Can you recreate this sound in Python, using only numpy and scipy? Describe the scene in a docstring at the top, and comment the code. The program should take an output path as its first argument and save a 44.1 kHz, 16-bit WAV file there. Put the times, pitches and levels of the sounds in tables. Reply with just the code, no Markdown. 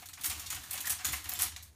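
"""Hangers on a closet rail.

A bedroom, one microphone a few metres from a low rail where clothes are being pushed about.
Plastic hangers clack together in bunches; their hooks tick, ping and squeak along the rail.
Clothes rustle, the closet's panels boom softly when bumped, and the room adds a short echo."""
import sys
import numpy as np
from scipy import signal
from scipy.fft import rfft, irfft
from scipy.io import wavfile
from scipy.ndimage import uniform_filter1d

SR = 44100
rng = np.random.default_rng(int(sys.argv[2]) if len(sys.argv) > 2 else 0)


def pcm_store(signal):
    """Save signal as 16-bit PCM."""
    levels = np.round(np.clip(np.atleast_2d(signal), -1, 1) * 32767)
    wavfile.write(sys.argv[1], SR, levels.astype(np.int16).T)


N = 77175
T = np.arange(N) / SR

# The quiet of the house. Each row: frequency in Hz, relative spectral level in dB.
ROOM_TONE_COLOUR = [(25, -43), (70, 24.5), (150, 7), (450, -7), (800, -3.5), (3000, -28), (15000, -40)]
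# The bedroom's echo. Each row: frequency in Hz, seconds to die by 60 dB (t60).
ROOM_T60 = [(700, 0.21), (4000, 0.32), (8000, 0.26), (15000, 0.17)]
# Bumps against the closet. Each row: start in seconds, level in dB.
BUMPS = [(0.071,-54),(0.278,-43),(0.359,-46.5),(.45,-49),(0.526,-46),(0.571,-44),(.67,-57),(.68,-49.5),(0.9,-46),(1.05,-41.5),(1.095,-38),(1.189,-48.5),(1.252,-45.5),(1.312,-46.5),(1.376,-44.5),(1.441,-42.5),(1.517,-45.5),(1.612,-56)]
# The closet's panels. Each row: pitch in Hz, peak relative to the bump in dB, t60 in seconds.
PANEL_MODES = [(72.3, -6, 0.51), (85.1, -4, 0.48), (292, -14, 0.11)]
# Sleeves and hangers rubbing. Each row: time in seconds, level in dB.
RUSTLE_LEVELS = [(0, -51), (.12, -71), (.2, -52), (.33, -44.5), (.48, -51.5), (.68, -50), (.77, -47.5),
                 (.84, -48), (1.03, -52), (1.15, -41), (1.23, -51), (1.36, -47), (1.47, -40), (1.55, -68),
                 (1.68, -61.5), (1.71, -69.5)]
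# The tone of that rubbing. Each row: frequency in Hz, relative spectral level in dB.
RUSTLE_COLOUR = [(150, -0.5), (300, 1), (450, -9.5), (1000, 3), (2000, 0), (4500, 2.5), (7000, -1),
                 (15000, -2.5)]
# Hooks sliding on the rail. Each row: start and length in seconds, level in dB, first pitch in Hz.
SQUEAKS = [(0.841, 0.02, -39.5, 1920), (0.868, 0.017, -34, 1879), (1.129, .02, -32, 2072)]
# Knocks on rail and shelf. Each row: start in seconds, level in dB, pitch in Hz.
RAIL_KNOCKS = [(.025, -50.5, 729), (0.267, -51.5, 312), (.53, -56, 633), (.752, -53, 582), (.91, -50, 745),
               (1.084, -45.5, 276), (1.135, -41.5, 1047), (1.326, -45, 724)]
# Metal hooks striking the rail. Each row: start in seconds, level in dB, pitch in Hz.
PINGS = [(0.473,-43,4390),(.471,-47.5,3710),(.503,-47,3640),(.513,-40,6800),(0.512,-54,4390),(.902,-36,9250),(1.0468,-28,6760),(1.085,-37,6990),(1.352,-41,7400),(1.353,-43.5,3460)]
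# A hook's modes. Each row: multiple of its pitch, relative level in dB, t60 in seconds.
HOOK_MODES = [(0.999, -4.5, 0.066), (1.018, -1, 0.094)]
# Hook tips ticking and plastic arms snapping. Each row: start in seconds, level in dB, centre in Hz.
TICKS = [(.088,-30.5,6200),(.504,-23.5,8000),(0.711,-23.5,12000),(0.808,-43,8000),(0.812,-22.5,11900),(1.294,-18,13100),(1.337,-21.5,11000),(1.414,-30,10000),(1.421,-14.5,11000),(1.5631,-28.5,2820)]
# Resonances all the hangers share. Each row: centre in Hz, width in Hz, boost in dB.
HANGER_RESONANCES = [(1834, 57, 3), (2110, 650, 2), (4970, 530, -3.5), (6800, 680, 3), (9130, 1200, 1.5),
                     (11500, 620, 3)]
# Hangers knocking together. Each row: start in seconds, then low, middle and high band levels in dB.
CLACKS = [(0.021,-45.5,-53,-50),(0.057,-70,-45.5,-42.5),(0.088,-48.5,-57,-45.5),(0.132,-53,-43.5,-45.5),(0.172,-45.5,-52,-66),(0.211,-74,-44,-41.5),(0.236,-44.5,-37.5,-33),(0.243,-39.5,-35.5,-29),(0.257,-41,-32,-26),(0.298,-40,-36,-31.5),(0.311,-40.5,-36,-41),(0.395,-44.5,-41,-38),(0.432,-46.5,-49,-59),(0.461,-67,-38.5,-41.5),(0.502,-40,-34,-34.5),(0.524,-39,-39.5,-36.5),(0.546,-50.5,-39,-39),(0.563,-39,-44,-59),(0.635,-46.5,-47,-44.5),(0.708,-45,-40.5,-34.5),(0.731,-40.5,-38,-32),(0.753,-40,-41.5,-41),(0.776,-42,-38.5,-38),(0.804,-49,-40.5,-34),(0.855,-42,-37.5,-36),(0.87,-41,-34.5,-30),(0.897,-39,-34,-24.5),(0.902,-50,-32.5,-35),(0.918,-40.5,-37.5,-31),(0.988,-40,-43,-62),(1.004,-43,-45,-61),(1.0474,-33,-30.5,-28),(1.065,-51,-34,-32),(1.083,-42.5,-36,-40),(1.123,-67,-40,-32.5),(1.131,-39,-35.5,-36.5),(1.163,-48,-42.5,-41),(1.242,-45,-45,-41),(1.255,-43,-45.5,-56),(1.29,-41.5,-37.5,-35.5),(1.317,-40,-37.5,-38),(1.356,-52,-40,-45),(1.39,-38,-34,-31),(1.398,-36.5,-36.5,-37),(1.409,-46,-34,-29.5),(1.419,-43,-32.5,-27.5),(1.429,-40.5,-31.5,-30),(1.518,-47.5,-46.5,-69),(1.5617,-45.5,-43,-46.5),(1.626,-75,-51.5,-44.5)]
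# The edges of those three bands, in Hz.
CLACK_EDGES_HZ = [900, 3000, 8000, 17000]
CRACK_DB, CHATTER_SWELL_S = (-30, -24, 0), (0.0063, 0.0016, 0.0033)   # low, middle, high band


def from_db(db):
    """Decibels to gain."""
    return 10 ** (np.asarray(db) / 20)


def rms_one(x):
    """Scale to unit rms."""
    return x / np.sqrt(np.mean(x ** 2) + 1e-20)


def at_hz(points, hz):
    """Read a table on a log-frequency axis."""
    freqs, values = np.transpose(points)
    return np.interp(np.log(np.maximum(hz, 1)), np.log(freqs), values)


def band(x, low_hz, high_hz, order=2):
    """Band-pass that keeps the rms of white noise."""
    low, high = np.clip([low_hz, high_hz], 10, SR * .48)
    sos = signal.butter(order, [low, high], "band", fs=SR, output="sos")
    return signal.sosfilt(sos, x + 1e-18) * np.sqrt(SR / 2 / (high - low))


def coloured(x, colour):
    """Give a steady noise a spectrum; rms 1."""
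    hz = np.arange(N // 2 + 1) * SR / N
    return rms_one(irfft(rfft(x) * from_db(at_hz(colour, hz)), N))


def grit(grain_db):
    """Dense tiny contacts, more uneven in size as grain_db rises; rms 1."""
    size = np.minimum(rms_one(uniform_filter1d(rng.standard_normal(N), size=12)), 2)
    return rms_one(rng.standard_normal(N) * from_db(grain_db * size))


def strikes(s, heights):
    """One impulse for each event."""
    return np.bincount(np.clip(np.asarray(s) * SR, 0, N - 1).astype(int), heights, N)


def dying(s, db, t60):
    """Envelope of events that start at once and die away; their powers add."""
    power_kept = from_db(-60 / (t60 * SR)) ** 2
    return np.sqrt(signal.lfilter([1], [1, -power_kept], strikes(s, from_db(db) ** 2) + 1e-18))


def ring(x, modes):
    """Drive damped modes, each given as pitch in Hz, level in dB, t60 in seconds."""
    out = 0
    for hz, db, t60 in modes:
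        r, w = np.exp(-np.log(1000) / (t60 * SR)), 2 * np.pi * hz / SR
        out = out + from_db(db) * signal.lfilter([0, np.sin(w)], [1, -2 * r * np.cos(w), r * r], x + 1e-18)
    return out


def hanger_body(x):
    """Colour a sound with the hangers' resonances."""
    for hz, width_hz, boost_db in HANGER_RESONANCES:
        resonance = signal.lfilter(*signal.iirpeak(hz, hz / width_hz, fs=SR), x)
        x = x + (from_db(boost_db) - 1) * resonance
    return x


def room_tone(level_db=-62.5):
    """The quiet of the house: a faint, steady rumble at the microphone."""
    return from_db(level_db) * coloured(rng.standard_normal(N), ROOM_TONE_COLOUR)


def diffuse_echo(x, build_s=0.002):
    """The bedroom's echo builds quickly and dies soonest in the top treble."""
    edges_hz, tail = np.geomspace(100, 18000, 10), 0
    for low, high in zip(edges_hz, edges_hz[1:]):
        decay = np.exp(-np.log(1000) * T / at_hz(ROOM_T60, np.sqrt(low * high)))
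        tail = tail + band(rng.standard_normal(N), low, high) * np.sqrt(high - low) * decay
    tail = tail * (1 - np.exp(-T / build_s))
    return signal.fftconvolve(x, tail / np.sqrt(np.sum(tail ** 2)))[:N]


def shifting_echo(x, shift_hz=7):
    """Knocks come from different spots on the rail, so the sound drifts between two echo patterns."""
    turn = 2 * np.pi * shift_hz * T
    return diffuse_echo(x * np.cos(turn)) + diffuse_echo(x * np.sin(turn))


def closet_bumps(swell_s=0.0078, low_cut_hz=60):
    """Soft, uneven pushes swell and fade, and set each of the closet's panels booming."""
    out = 0
    for s, db in BUMPS:
        age = np.maximum(T - s, 0) / swell_s
        push = rng.standard_normal(N) * age * np.exp(-age)
        for hz, panel_db, t60 in PANEL_MODES:
            boom = ring(push, [(hz, 0, t60)])
            out = out + from_db(db + panel_db) * boom / np.abs(boom).max()
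    return signal.sosfilt(signal.butter(4, low_cut_hz, "high", fs=SR, output="sos"), out)


def clothes_rustle():
    """Cloth and plastic rub while the hangers move."""
    rubbing = hanger_body(coloured(grit(grain_db=3.5), RUSTLE_COLOUR))
    return from_db(np.interp(T, *np.transpose(RUSTLE_LEVELS))) * rms_one(rubbing)


def hook_squeaks(sag_hz_per_s=11200, jitter=0.13, overtone_db=-21):
    """A hook sticks and slips along the rail; the slips come unevenly and slow, so the chirp falls."""
    out = 0
    for s, length, db, hz in SQUEAKS:
        age = np.clip(T - s, 0, length)
        uneven = 1 + jitter * rms_one(uniform_filter1d(rng.standard_normal(N), size=24))
        phase = 2 * np.pi * np.cumsum((hz - sag_hz_per_s * age) * uneven) / SR
        tone = np.sin(phase) + from_db(overtone_db) * np.sin(2 * phase)
        out = out + from_db(db) * np.sin(np.pi * age / length) * tone
    return out


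def rail_knocks(t60=0.11):
    """Rail and shelf ring low and hollow when knocked."""
    return sum(ring(strikes([s], from_db([db])), [(hz, 0, t60)]) for s, db, hz in RAIL_KNOCKS)


def hook_pings():
    """A wire hook strikes the rail and rings high, at a pitch of its own."""
    out = 0
    for s, db, hz in PINGS:
        modes = [(hz * ratio, mode_db, t60) for ratio, mode_db, t60 in HOOK_MODES]
        out = out + ring(strikes([s], from_db([db])), modes)
    return out


def hanger_ticks(spread=1.32, decay_s=0.00056):
    """Very short cracks: bright from hook tips, lower from plastic arms."""
    noise = np.sign(rng.standard_normal(N))
    t60 = decay_s * np.log(1000)
    return sum(band(noise * dying([s], [db], t60), hz / spread, hz * spread) for s, db, hz in TICKS)


def hanger_arms(mode_count=4, low_hz=1306, high_hz=6003, mode_db=-13, t60=0.048):
    """Each clack rings another hanger's arms at random pitches, in step with its middle band's level."""
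    out = 0
    for s, _, middle_db, _ in CLACKS:
        pitches = low_hz * (high_hz / low_hz) ** rng.random(mode_count)
        out = out + ring(strikes([s], from_db([middle_db])), [(hz, mode_db, t60) for hz in pitches])
    return out


def hanger_clacks(crack_decay_s=0.0012, chatter_t60=0.051, rail_db=-15, thud_db=-24):
    """Hangers meet with a crack and buzz on against each other; the rail and a dull thud answer below."""
    starts, *bands_db = np.transpose(CLACKS)
    plastic = 0
    for i, db in enumerate(bands_db):
        crack = grit(grain_db=0) * dying(starts, db + CRACK_DB[i], crack_decay_s * np.log(1000))
        lag = np.exp(-1 / (CHATTER_SWELL_S[i] * SR))   # the chatter builds up, slowest in the lows
        swell = signal.lfilter([1 - lag], [1, -lag], dying(starts, db, chatter_t60))
        chatter = grit(grain_db=4) * swell
        plastic = plastic + band(crack + chatter, CLACK_EDGES_HZ[i], CLACK_EDGES_HZ[i + 1], order=3)
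    push = grit(grain_db=0) * dying(starts, bands_db[0], chatter_t60)
    hollow_rail = from_db(rail_db) * band(push, low_hz=713, high_hz=777)
    thud = from_db(thud_db) * band(push, low_hz=120, high_hz=327)
    return hanger_body(plastic) + hollow_rail + thud


def scene(echo_db=-4, ring_send_db=-2.5):
    """From across the bedroom: hangers and their echo, over rustle, closet boom and room tone."""
    clatter = hanger_clacks() + hanger_arms() + hanger_ticks()
    rings = hook_pings() + rail_knocks() + hook_squeaks()   # these raise less echo than the clatter
    echoes = from_db(echo_db) * shifting_echo(clatter + from_db(ring_send_db) * rings)
    background = room_tone() + clothes_rustle() + closet_bumps()
    return (background + echoes + rings + clatter)[None]


def record(dry, cutoff_hz=15350):
    """The microphone's one channel, with the top treble cut steeply."""
    return signal.sosfilt(signal.ellip(10, .2, 70, cutoff_hz, fs=SR, output="sos"), dry)


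dry = scene()
out = record(dry)
pcm_store(out)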